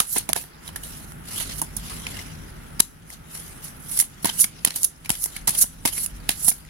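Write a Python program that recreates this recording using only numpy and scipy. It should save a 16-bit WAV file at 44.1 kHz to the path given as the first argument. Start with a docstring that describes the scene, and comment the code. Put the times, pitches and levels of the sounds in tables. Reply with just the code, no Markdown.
"""Slaps, hissing slides and ticks of stiff cards shuffled overhand; one card snaps onto a cloth-covered table.
Packets strike the palm, faces rub and edges catch, driving the modes of the deck.
Distant rumble fills the quiet room. A two-port microphone sits close by;
the recorder ducks after loud slaps and clips the sharpest ones."""
import sys
import numpy as np
from scipy import signal
from scipy.fft import rfft, irfft
from scipy.io import wavfile
from scipy.ndimage import uniform_filter1d

SR = 44100
rng = np.random.default_rng(int(sys.argv[2]) if len(sys.argv) > 2 else 0)


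def dump(signal):
    """Clip the signal to [-1, 1] and save it as 16-bit WAV at the path in sys.argv[1]."""
    limited = np.clip(np.atleast_2d(signal).T, -1, 1)
    pcm = np.round(limited * 32767).astype(np.int16)
    wavfile.write(sys.argv[1], SR, pcm)


N = 295029

# Room hiss spectrum: freq_hz, relative_db
AIR_SPECTRUM = [(150, -7), (250, -5.5), (557, -14), (845, -7), (1040, -12.5), (1330, -7.5), (3580, -21.5),
                (5350, -31.5), (8400, -43), (10700, -27), (16000, -29)]
# Room tone likeness between ports: freq_hz, coherence
ROOM_COHERENCE = [(60, 0.94), (300, 0.71), (900, 0.4), (3000, 0.034)]
# Distant rumble spectrum: freq_hz, relative_db
RUMBLE_SPECTRUM = [(29, -21), (50, -3), (85, 0.5), (124, -6), (160, 1.5), (184, -6), (247, -7.5),
                   (306, -16.5), (500, -23.5), (650, -27.5), (1100, -120)]
# Background swell: time_s, rumble_db, low_tone_db
RUMBLE_LEVELS = [(0.0, -69, -54), (0.2, -43, -52), (0.59, -57, -64), (0.69, -48, -57), (1.19, -45.5, -56),
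                 (1.68, -43, -42), (1.96, -41, -49), (2.48, -43.5, -49.5), (2.603, -48, -51),
                 (2.81, -46, -47), (3.74, -50.5, -61), (4.021, -49, -53), (4.57, -43, -55),
                 (4.836, -45.5, -55), (5.349, -51.5, -42.5), (5.5, -43.5, -45.5), (6.2, -44, -41),
                 (6.69, -48, -47)]
# Wall reflection decay: freq_hz, t60_s
WALL_DECAY = [(300, 0.18), (2000, 0.23), (8000, 0.2), (15000, 0.13)]
# Response of the left port, facing away from the hands: freq_hz, gain_db
LEFT_PORT_EQ = [(2000, 0.5), (8000, 2), (14000, -4)]
# Held deck: freq_hz, width_hz, relative_db
DECK_MODES = [(1735, 59, -6), (2170, 190, 4), (3070, 1270, 13), (3760, 1500, 9.5), (5330, 2340, 20)]
# Deck against palm or table: freq_hz, width_hz, relative_db
THUMP_MODES = [(264, 450, 0), (427, 640, -3), (700, 240, -3), (940, 130, -6), (1490, 250, -4)]
# Rubbing spectrum, with the port's peak: freq_hz, relative_db
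HISS_SPECTRUM = [(2350, -47.5), (4000, -21.5), (5820, -14), (7940, -11.5), (8770, -9.5), (10300, 1.5),
                 (12200, -7), (15100, -14.5), (16200, -23.5)]
# Fingers on the cards between strokes: time_s, hiss_db, scrape_re_hiss_db
FINGER_RUSTLE = [(0, -58, 7), (.55, -76, 19), (1.199, -60.5, -6), (1.75, -63, -14), (2.3, -62, 4.5),
                 (2.7, -52.5, -5), (3.0, -55.5, -1), (3.8, -53.5, -7.5), (4.15, -49.5, -2),
                 (4.6, -47.5, 1.5), (4.98, -50, -3.5), (5.45, -61, -5), (5.8, -53.5, 2), (6.2, -57, 4),
                 (6.69, -58, 4)]
# Faces sliding: peak_s, hiss_db, swell_s_per_20db, fade_s_per_20db, scrape_re_hiss_db, left_re_right_db
SLIDE_STROKES = [(0.01, -22, 0.082, 0.07, -10.5, -3), (0.128, -18.5, 0.071, 0.082, -41, -4.5),
                 (0.179, -20.5, 0.05, 0.044, -7, -1), (0.295, -27, 0.011, 0.027, -7, 3),
                 (0.374, -23, 0.029, 0.082, -12, -3), (0.681, -41, 0.074, 0.036, -2, -5),
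                 (0.765, -36, .005, 0.034, -13, 4), (0.85, -38, 0.11, 0.44, -18, -2),
                 (1.0, -45, 0.49, 0.13, -3.5, -3), (1.285, -38, 0.047, 0.52, -3, -1),
                 (1.375, -29.5, 0.11, 0.11, -10.5, -1), (1.4, -28.5, 0.064, 0.074, -8, -7),
                 (1.428, -30.5, .08, 0.03, -9, -7), (1.5, -47, 0.05, 0.061, 6, 0),
                 (1.53, -41, 0.12, 0.014, 6, -3.5), (1.6, -32, 0.17, 0.015, -11, -5.5),
                 (1.63, -40, .005, 0.11, -13, 0), (1.772, -33, 0.003, 0.047, -12, -4),
                 (1.909, -37.5, 0.23, 0.64, -2.5, 0), (2.078, -45, .005, 0.33, 1, -2),
                 (2.19, -45, 0.14, 0.054, 5, 2), (2.814, -34.5, 0.0054, 0.14, -27, 1),
                 (3.131, -35, 0.067, 0.054, -5, -3), (3.351, -34, 0.097, 0.26, -10, 1),
                 (3.52, -48, 0.2, 0.059, -9, -1), (3.648, -32.5, 0.054, 0.1, -13, -2.5),
                 (3.975, -22, 0.12, 0.064, -20, -2.5), (4.001, -14, 0.014, 0.052, -16.5, 0),
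                 (4.228, -29.5, 0.0069, 0.031, -16, -1), (4.262, -22, 0.019, 0.059, -3, -8),
                 (4.35, -25.5, 0.079, 0.12, -15, -2.5), (4.395, -26.5, 0.018, 0.023, -6, -3),
                 (4.411, -2.5, 0.025, 0.039, -36, -2), (4.655, -28.5, 0.0052, 0.16, 0, -6),
                 (4.764, -15.5, 0.019, 0.036, -12.5, -2), (4.847, -15.5, 0.11, 0.034, -21, -1),
                 (5.048, -38, 0.0047, 0.057, 0, 0), (5.103, -22.5, 0.011, 0.069, -10.5, 5),
                 (5.17, -29, .06, 0.043, -12, 0), (5.215, -25, 0.069, .05, -40, 1),
                 (5.239, -19, 0.065, 0.055, -36, -6.5), (5.36, -38.5, 0.28, 0.16, -4.5, 2),
                 (5.477, -14, 0.0048, 0.058, -8, -2.5), (5.55, -24.5, 0.049, 0.06, -11, -5),
                 (5.587, -11.5, 0.03, 0.05, -24.5, -2.5), (5.613, -8, 0.013, 0.043, -23, 4),
                 (5.624, -1, 0.02, 0.014, -32, -9), (5.659, -32, 0.034, 0.12, -14, 2),
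                 (5.862, -15, 0.0098, 0.044, -9, 2), (5.885, -27.5, 0.025, 0.027, -2.5, 5),
                 (5.93, -29, 0.018, 0.15, -14, -8), (5.98, -30.5, 0.061, 0.027, -5.5, -9),
                 (6.02, -19.5, 0.15, 0.058, -23, 2), (6.043, -19.5, 0.092, 0.021, -37, -5),
                 (6.165, -43, 0.018, 0.044, -7, -2), (6.295, -24.5, 0.0079, 0.085, -5.5, -6),
                 (6.42, -31, 0.15, 0.18, -13.5, -3), (6.455, -22, 0.082, 0.06, -24, 2),
                 (6.483, -11, 0.0065, 0.064, -19.5, 2), (6.501, -10.5, 0.078, 0.0089, -32, -9),
                 (6.56, -42.5, 0.051, 0.21, -3, 1)]
# Faster rubbing scrapes higher: hiss_db, pitch_hz
SCRAPE_PITCH_CURVE = [(-52.5, 1800), (-41, 3400), (-38, 4400), (-16.5, 4300), (-9, 7400)]
# Dealt card: freq_hz, level_db
FLICK_MODES = [(430, -11), (950, -13), (3100, -25), (4030, -3), (5000, -12), (6050, -3), (7300, 0)]
# Impact spectrum: freq_hz, relative_db
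SNAP_SPECTRUM = [(2350, -30.5), (4000, -18), (4660, -13.5), (6850, -5.5), (7440, -5), (8030, -7.5),
                 (10200, 8), (15200, -12), (16200, -6.5)]
# Edges and packets striking: time_s, snap_db, t60_s, left_re_right_db, ring_re_snap_db, ring_hz,
# thump_re_snap_db, knock_re_snap_db, knock_hz
IMPACTS = [(0.0014, -8, 0.024, -2.5, -0.5, 3770, -10, -4.5, 1327),
           (0.161, -20.5, 0.038, -3, -6, 2000, -2.5, -1, 910),
           (0.1653, -18, 0.026, -5, 0, 2540, -3, 2, 300),
           (0.181, -10.5, 0.04, -3, -37.0, 4680.0, -33, -22, 410),
           (0.2904, -15.5, 0.026, -4, -6.5, 2330, -11, -18, 300),
           (0.297, -29.5, 0.022, -7, -17.0, 2230.0, -7, 14, 687),
           (0.3316, -2, 0.0059, -6, -0.5, 3270, -40, -11, 1250),
           (0.357, -28, 0.03, -11, -1, 1480, -7, -10, 300),
           (0.3619, -18, 0.032, -4.5, 0, 1690, -3.5, 0, 710),
           (0.373, -21, 0.026, -1, -3, 3850, -15.5, -13, 1030),
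           (0.439, -40.5, 0.017, -8, -4, 1800, -2, 1, 750),
           (0.677, -28.5, 0.027, -1, -2, 3870, -27, -7, 550),
           (0.689, -35.5, 0.015, -4.5, -3, 3020, -1, -13, 700),
           (0.7593, -25.5, 0.024, -5, -1.5, 1720, -12, -15, 646),
           (0.8346, -31.5, 0.033, 0, -9, 2960, -22, -17, 180),
           (1.12, -37, 0.012, -2, -2, 1440, -21, -19, 200),
           (1.408, -41.5, 0.028, -7, -3.0, 2060, -3.0, 8, 645),
           (1.6161, -12, 0.013, -2, -17, 2840, -13.5, -23, 910),
           (1.6213, -25, 0.079, -3, -28, 1490.0, -8, -4, 317),
           (1.766, -18.5, 0.022, -7, -28, 5100.0, -20.5, -15, 195),
           (2.067, -35, 0.017, -2, 10, 2560, -6, -3, 1060), (2.1684, -37, 0.03, 4, 1.5, 2800, -25, -9, 170),
           (2.19, -37, 0.03, 0, 3.5, 2100, -20, -20, 500), (2.213, -37, 0.03, 2, 0, 2880, -22, -20, 500),
           (2.795, -21, 0.056, -4, 3, 5050, -19, -15, 328),
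           (2.801, 2.5, 0.0098, 6, -11, 5660, -32, -13.5, 280),
           (2.8039, -1.5, 0.0082, 2.5, -7, 3200, -31, -20, 282),
           (3.1019, -27, 0.009, 5, -5.5, 2070, -16, -23, 980),
           (3.9898, -6, 0.022, -4, -20, 2110, -46.0, -46, 240),
           (3.9997, -5, 0.018, -10, -13, 2100, -54, -36, 170),
           (4.008, -6, 0.029, -8, -33, 4220.0, -55, -48, 990),
           (4.024, -26, 0.01, -5, -3, 2130, -2, -8, 780), (4.2447, -16, 0.034, -9, 0, 4200, -2.5, -7, 405),
           (4.2557, -15, 0.014, 5, -6, 2960, -30, 1, 950), (4.254, -11.5, 0.018, 2, -6, 1080, -14, -7, 340),
           (4.269, -16, 0.029, -1, -6.5, 3760, -37, -28, 168),
           (4.2915, -25, 0.027, -4, 7.5, 3730, -8, -2, 940),
           (4.2965, -29, 0.032, 3, 10.5, 3130, -25, -20, 930),
           (4.408, -7, 0.019, -4, -39, 4670, -40, -23, 172),
           (4.4134, -7.5, 0.024, -12, -40, 4730, -53.0, -40, 1264),
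           (4.431, -6.5, 0.015, 4, -36.0, 3800.0, -44, -50, 170),
           (4.4416, -8.5, 0.024, -1.5, 0, 2250, -22, -11.5, 220),
           (4.6479, -4.5, 0.0076, -2.5, -3, 2010, -22, -11, 470),
           (4.6495, 2, 0.01, -7, -10, 3400, -25, -20, 606),
           (4.654, -19, 0.0067, 1, -10, 3000, -26, -25, 475),
           (4.661, -17, 0.015, -3, -1, 3520, -8, -15, 400),
           (4.6732, -11.5, 0.016, -3, 3, 3900, -6, -2, 167),
           (4.6817, -16, 0.011, -1, 2, 4430, -12, -13, 600),
           (4.7046, -18.5, 0.018, -1, 1.5, 4200, -41.0, -27, 560),
           (4.74, -29, 0.03, 1, -1, 3980, -30, -35, 500),
           (4.759, -10.5, 0.043, 0, -19, 4710.0, -49.0, -33, 1010),
           (4.8318, -3.5, 0.0084, -12.5, -21, 4800.0, -45, -39, 280),
           (4.8431, -1.5, 0.023, -4, -23, 4720.0, -49, -50, 400),
           (4.847, -7.5, 0.015, -14, -24, 5000, -51.0, -50, 1040),
           (5.058, -32, 0.028, 1, 2, 2340, -18, -30, 500),
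           (5.0936, -9, 0.017, -5.5, -5, 3260, -12, -29, 270),
           (5.1023, -2, 0.0088, -1.5, -4.5, 3150, -16, -13, 201),
           (5.115, -15.5, 0.033, -7, -23.0, 4300, -42.0, -35, 1130),
           (5.152, -26, 0.039, -2, -2, 3400, -33, -40, 500),
           (5.222, -17, 0.0071, -4, -33, 4500, -40, -40, 660),
           (5.2316, -11, 0.0071, -7, -30.0, 4520.0, -24, -39, 660),
           (5.2401, -7, 0.01, -7, -20, 4570, -41.5, -33, 1290),
           (5.2579, -15, 0.022, 3, -16, 2000, -20.5, -28, 744),
           (5.364, -23, 0.027, -4.5, 2, 2240, -29, -1.5, 180),
           (5.473, -10.5, 0.017, -3, -7, 3600, -28, -24, 860),
           (5.477, -6.5, 0.011, -3, -12, 6300, -16, -16, 835),
           (5.4829, -16.5, 0.015, -3, -12, 1020, -7, -3, 170),
           (5.4916, -8.5, 0.031, 1, -11, 4900, -43.0, -12, 170),
           (5.505, -16.5, 0.053, 2, -23, 3440, -38, -35, 820),
           (5.548, -19, 0.069, 2, -4.5, 3250, -43.0, -32, 690),
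           (5.586, -10, 0.039, -2, -34, 4840.0, -50.0, -45, 400),
           (5.6208, -9, 0.033, -11, -45, 3900, -54, -46, 180),
           (5.64, -17.5, 0.015, 0, -9, 2940, -5, -9, 170),
           (5.8523, -9.5, 0.017, -2.5, 0.5, 2135, -3, -13, 310),
           (5.8568, -5.5, 0.013, -4, -4.5, 990, -17, -24, 202),
           (5.873, -11.5, 0.068, -2, -2, 3640, -42, -27, 640),
           (5.979, -33.5, 0.014, 0, -2, 2200, -30, -30, 500),
           (6.044, -15, 0.005, -9, -32.0, 4150, -64, -18, 366),
           (6.0612, -11.5, 0.01, -4, -11.5, 2650, -27, -26, 546),
           (6.291, -6.5, 0.017, -3, 1, 2580, -16, -23, 580),
           (6.303, -17, 0.032, -8, -18, 3780.0, -37, -25, 170),
           (6.313, -21, 0.063, 2, -4, 4040, -42.5, -33, 330),
           (6.445, -16, 0.024, -4, -25.0, 4500.0, -48.5, -20, 170),
           (6.4813, -2.5, 0.014, -6.5, -14, 2030, -19.5, -15, 815),
           (6.4874, -5, 0.0093, -12, -28, 3000.0, -45, -46, 930),
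           (6.493, -4, 0.0088, -2, -30, 4500.0, -43.0, -45, 730),
           (6.504, -7.0, 0.0062, -9, -27, 4500.0, -48.0, -50, 1120),
           (6.515, -26.5, 0.019, -5, 0, 2280, -2, -14, 400),
           (6.65, -38.5, 0.013, -2, -6, 2000, -23.0, -50, 170)]

AIR_DB, BASS_LAG_S = -47.5, 0.0006
HUM_HZ, HUM_WIDTH_HZ, HUM_DB = 157.1, 18, -58.5
LOW_TONE_HZ, LOW_TONE_WIDTH_HZ = 42.9, 20
WALLS_DB, LEFT_LAG_SAMPLES = -20.0, 44
HISS_PATCH_DB, SCRAPE_PATCH_DB = 4, 4.5
SCRAPE_SLOPE_RATIO = 0.96  # re hiss, in swell and fade
GRIT_PER_S, GRIT_SPREAD_DB, GRIT_DECAY_S = 250, 7, 0.0036
FLICK_S, FLICK_PAN_DB, FLICK_RISE_S, FLICK_T60_S = 2.8028, 8.5, 0.00078, 0.009
MAX_RISE_S, RISE_PER_T60 = 0.00245, 0.1244
RING_BOOST_DB, LIGHT_TAP_DB, BLUR_DB_PER_DB = 7, -32, 0.48  # hits above a light tap ring less clearly
HAND_T60_S, RING_T60_CYCLES = 0.3, 150  # extra damping of the tones by hand and card
KNOCK_SAG_RATIO, KNOCK_SAG_S = 0.13, 0.025  # pitch sinks as the palm yields
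CLICK_RE_SNAP_DB, CLICK_T60_LIMIT_S = 3, 0.025  # longer hits click less
DUCK_THRESHOLD_DB, DUCK_DB_PER_DB, DUCK_SMOOTH_S, HOLD_DECAY_DB_PER_S = -21.5, 0.44, 0.024, 28.0
BAND_LIMIT_HZ = 16000


def gain_of(db):
    return 10 ** (np.asarray(db) / 20)


def unit_rms(x):
    return x / np.sqrt(np.mean(x ** 2) + 1e-20)


def curve_at(points, hz):
    freq_hz, value = np.transpose(points)
    return np.interp(np.log(hz + 1), np.log(freq_hz + 1), value)


def pan_gains(left_re_right_db):
    return gain_of([[left_re_right_db / 2], [-left_re_right_db / 2]])


def port_noise(coherence):
    shared, own = rng.standard_normal((2, N))
    return np.array([coherence * shared + np.sqrt(1 - coherence ** 2) * own, shared])


def spectrum_taps(points):
    """Minimum-phase filter, unit energy."""
    log_gain = np.log(gain_of(curve_at(points, abs(np.fft.fftfreq(4096, 1 / SR)))))
    taps = np.fft.ifft(np.exp(np.conj(signal.hilbert(log_gain)))).real[:1024]
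    return taps[None] / np.linalg.norm(taps)


def mode_taps(modes):
    """Sum of damped sines, unit energy."""
    t = np.arange(1500) / SR
    taps = sum(gain_of(db) * np.sqrt(width_hz) * np.exp(-np.pi * width_hz * t)
               * np.sin(2 * np.pi * hz * t) for hz, width_hz, db in modes)
    return taps[None] / np.linalg.norm(taps)


def convolve(x, taps):
    return signal.oaconvolve(x, taps, axes=1)[:, :N]


def swept_resonance(x, hz, width_hz):
    """Band-pass that follows hz; white noise keeps its power."""
    carrier = np.exp(2j * np.pi * np.cumsum(hz) / SR)
    pole = np.exp(-np.pi * width_hz / SR)
    return np.sqrt(2 * (1 - pole * pole)) * (carrier * signal.lfilter([1], [1, -pole], x / carrier)).real


def room_tone():
    """Steady hiss, swelling distant rumble, two fuzzy low tones; bass reaches the right port first."""
    t, hz = np.arange(N) / SR, np.fft.rfftfreq(N, 1 / SR)
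    shared, own = rfft(rng.standard_normal((2, N)))
    coherence = curve_at(ROOM_COHERENCE, hz)
    delay = np.exp(-2j * np.pi * hz * BASS_LAG_S)
    noise = np.array([coherence * delay * shared + np.sqrt(1 - coherence ** 2) * own, shared])
    time_s, rumble_db, low_tone_db = np.transpose(RUMBLE_LEVELS)
    hum_band = 1 / (1 + (2 * (hz - HUM_HZ) / HUM_WIDTH_HZ) ** 2)
    low_band = 1 / (1 + (2 * (hz - LOW_TONE_HZ) / LOW_TONE_WIDTH_HZ) ** 4)
    layers = [(AIR_DB, gain_of(curve_at(AIR_SPECTRUM, hz))),
              (np.interp(t, time_s, rumble_db), gain_of(curve_at(RUMBLE_SPECTRUM, hz))),
              (HUM_DB, hum_band),
              (np.interp(t, time_s, low_tone_db), low_band)]
    return sum(gain_of(db) * unit_rms(irfft(noise * colour, N)) for db, colour in layers)


def walls(x):
    """Sparse reflections from 14 ms on; each band dies at its own rate."""
    taps = np.zeros((2, 16000))
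    arrivals = np.arange(600, 15980, 20) + rng.integers(0, 20, (2, 769))
    np.put_along_axis(taps, arrivals, rng.choice([-1., 1.], arrivals.shape), 1)
    hz, t, bands = signal.stft(taps, SR, nperseg=256)
    decay = gain_of(-60 * t / curve_at(WALL_DECAY, hz)[:, None])
    tail = signal.istft(bands * decay, SR, nperseg=256)[1]
    return convolve(x, tail / np.linalg.norm(tail[0]))


def port_shading(x):
    """The left port faces away: it hears the cards later, with less top treble."""
    eq = gain_of(curve_at(LEFT_PORT_EQ, np.fft.rfftfreq(N, 1 / SR)))
    left = irfft(rfft(x[0]) * eq, N)
    return np.array([np.r_[np.zeros(LEFT_LAG_SAMPLES), left[:-LEFT_LAG_SAMPLES]], x[1]])


def radiated(x, cutoff_hz):
    """A small deck radiates little bass."""
    return signal.sosfilt(signal.butter(2, cutoff_hz, "high", fs=SR, output="sos"), x)


def stick_slip(span_samples, depth_db):
    """Random gain of card sticking and slipping on card."""
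    drift = uniform_filter1d(uniform_filter1d(rng.standard_normal(N), span_samples), span_samples)
    return gain_of(depth_db * unit_rms(drift))


def grit():
    """Gain jumps briefly whenever an edge catches."""
    sizes = gain_of(GRIT_SPREAD_DB * np.minimum(rng.exponential(1, N), 3))
    catches = sizes * (rng.random(N) < GRIT_PER_S / SR)
    return 1 + signal.lfilter([1], [1, -np.exp(-1 / (GRIT_DECAY_S * SR))], catches)


def rubbing_noise(coherence, depth_db):
    """Colour drifts in patches as faces and hands shift."""
    bands = signal.stft(port_noise(coherence), nperseg=256)[2]
    patches = uniform_filter1d(rng.standard_normal(bands.shape), size=3, axis=1)
    patches = unit_rms(uniform_filter1d(patches, size=14, axis=2))
    return unit_rms(signal.istft(bands * gain_of(depth_db * patches), nperseg=256)[1][:, :N])


def sliding():
    """Strokes swell and fade over the finger rustle: hiss and scrape envelopes, scrape pitch."""
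    t = np.arange(N) / SR
    time_s, rustle_db, rustle_scrape_db = np.transpose(FINGER_RUSTLE)
    hiss_power = gain_of(np.interp(t, time_s, rustle_db)) ** 2 * np.ones((2, 1))
    scrape_power = hiss_power * gain_of(np.interp(t, time_s, rustle_scrape_db)) ** 2
    for peak_s, hiss_db, swell_s, fade_s, scrape_db, pan_db in SLIDE_STROKES:
        span = slice(max(round((peak_s - 0.6) * SR), 0), round((peak_s + 0.6) * SR))
        offset_s = t[span] - peak_s
        shape_db = -20 * np.maximum(-offset_s / swell_s, offset_s / max(fade_s, 0.01))
        peak = pan_gains(pan_db) * gain_of(hiss_db)
        hiss_power[:, span] += (peak * gain_of(shape_db)) ** 2
        scrape_power[:, span] += (peak * gain_of(scrape_db + SCRAPE_SLOPE_RATIO * shape_db)) ** 2
    scrape_hz = np.interp(10 * np.log10(hiss_power.mean(0)), *np.transpose(SCRAPE_PITCH_CURVE))
    slip = unit_rms(stick_slip(350, depth_db=0.71) * grit() ** 0.29)
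    scrape_slip = slip * unit_rms(stick_slip(390, depth_db=0.98))
    return np.sqrt(hiss_power) * slip, np.sqrt(scrape_power) * scrape_slip, scrape_hz


def flick():
    """The dealt card's corner springs off the thumb and rings; the cloth stops it at once."""
    t, start = np.arange(2000) / SR, round(FLICK_S * SR)
    ring = sum(gain_of(db) * np.sin(2 * np.pi * hz * t) for hz, db in FLICK_MODES)
    envelope = gain_of(-60 * t / FLICK_T60_S) * np.minimum(t / FLICK_RISE_S, 1)
    out = np.zeros((2, N))
    out[:, start:start + len(t)] = pan_gains(FLICK_PAN_DB) * ring * envelope
    return out


def impact_tones(t, snap_db, ring_db, ring_hz, knock_db, knock_hz):
    """Ring of the packet and hollow knock of the palm, damped by the hand."""
    tone_db = ring_db + RING_BOOST_DB - BLUR_DB_PER_DB * max(snap_db - LIGHT_TAP_DB, 0)
    ring = gain_of(tone_db - 60 * ring_hz * t / RING_T60_CYCLES) * np.sin(2 * np.pi * ring_hz * t)
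    sag = 1 - KNOCK_SAG_RATIO * np.tanh(t / KNOCK_SAG_S)
    knock = gain_of(knock_db) * np.sin(2 * np.pi * knock_hz * sag * t)
    return (ring + knock) * gain_of(-60 * t / HAND_T60_S)


def striking():
    """Hits rise fast, then decay: snap, ring and thump envelopes, tones, edge click, tap on the deck."""
    t = np.arange(4000) / SR
    tracks = np.zeros((6, 2, N + len(t)))
    for impact, sign in zip(IMPACTS, rng.choice([-1., 1.], len(IMPACTS))):
        time_s, snap_db, t60_s, pan_db, ring_db, ring_hz, thump_db, knock_db, knock_hz = impact
        rise_s = min(MAX_RISE_S, RISE_PER_T60 * t60_s)
        attack = np.sin(np.pi / 2 * np.minimum(t / rise_s, 1)) ** 2
        snap = attack * gain_of(snap_db - 60 * np.maximum(t - rise_s, 0) / t60_s)
        tones = sign * snap * impact_tones(t, snap_db, ring_db, ring_hz, knock_db, knock_hz)
        click_gain = gain_of(snap_db + CLICK_RE_SNAP_DB) * min(CLICK_T60_LIMIT_S / t60_s, 1)
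        click = sign * click_gain * signal.unit_impulse(len(t), round(rise_s * SR))
        ring, thump, tap = gain_of(ring_db) * snap, gain_of(thump_db) * snap, gain_of(ring_db) * click
        layers = np.array([snap, ring, thump, tones, click, tap])
        start = max(round((time_s - rise_s / 2) * SR), 0)
        tracks[..., start:start + len(t)] += layers[:, None] * pan_gains(pan_db)
    return tracks[..., :N]


def cards():
    """Noisy contact forces drive each resonator; treble differs most between the ports."""
    hiss, scrape, scrape_hz = sliding()
    snap, ring, thump, tones, click, tap = striking() * unit_rms(stick_slip(20, depth_db=2.6))
    deck = mode_taps(DECK_MODES)
    out = convolve(hiss * rubbing_noise(0.041, HISS_PATCH_DB), spectrum_taps(HISS_SPECTRUM))
    out += convolve(snap * port_noise(0.053) + click, spectrum_taps(SNAP_SPECTRUM))
    out += convolve(1.126 * scrape * rubbing_noise(0.23, SCRAPE_PATCH_DB), deck)
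    ring_force = 0.6 * ring * port_noise(0.15) + 0.23 * tap
    out += radiated(convolve(ring_force, deck), cutoff_hz=1350)
    out += swept_resonance(0.38 * scrape * port_noise(0.057), scrape_hz, width_hz=410)
    thump_force = (0.18 * scrape + 1.32 * thump) * port_noise(0.95)
    out += radiated(convolve(thump_force, mode_taps(THUMP_MODES)), cutoff_hz=168)
    return out + radiated(tones, cutoff_hz=113) + flick()


def scene():
    direct = port_shading(cards())
    return direct + gain_of(WALLS_DB) * walls(direct) + room_tone()


def record(dry):
    """Gain ducks after loud sounds and recovers slowly; then clipping and the band limit."""
    power_db = 10 * np.log10(abs(uniform_filter1d((dry ** 2).mean(0), 300)) + 1e-12)
    ramp_db = np.arange(N) * HOLD_DECAY_DB_PER_S / SR
    held_db = np.maximum.accumulate(power_db + ramp_db) - ramp_db
    over_db = np.maximum(held_db - DUCK_THRESHOLD_DB, 0)
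    pole = np.exp(-1 / (DUCK_SMOOTH_S * SR))
    duck_db = DUCK_DB_PER_DB * signal.lfilter([1 - pole], [1, -pole], over_db)
    clipped = np.clip(dry / gain_of(duck_db), -1, 1)
    lowpass = signal.firwin(511, BAND_LIMIT_HZ, window=("kaiser", 9), fs=SR)
    return np.clip(signal.oaconvolve(clipped, lowpass[None], "same"), -1, 1)


dry = scene()
out = record(dry)
dump(out)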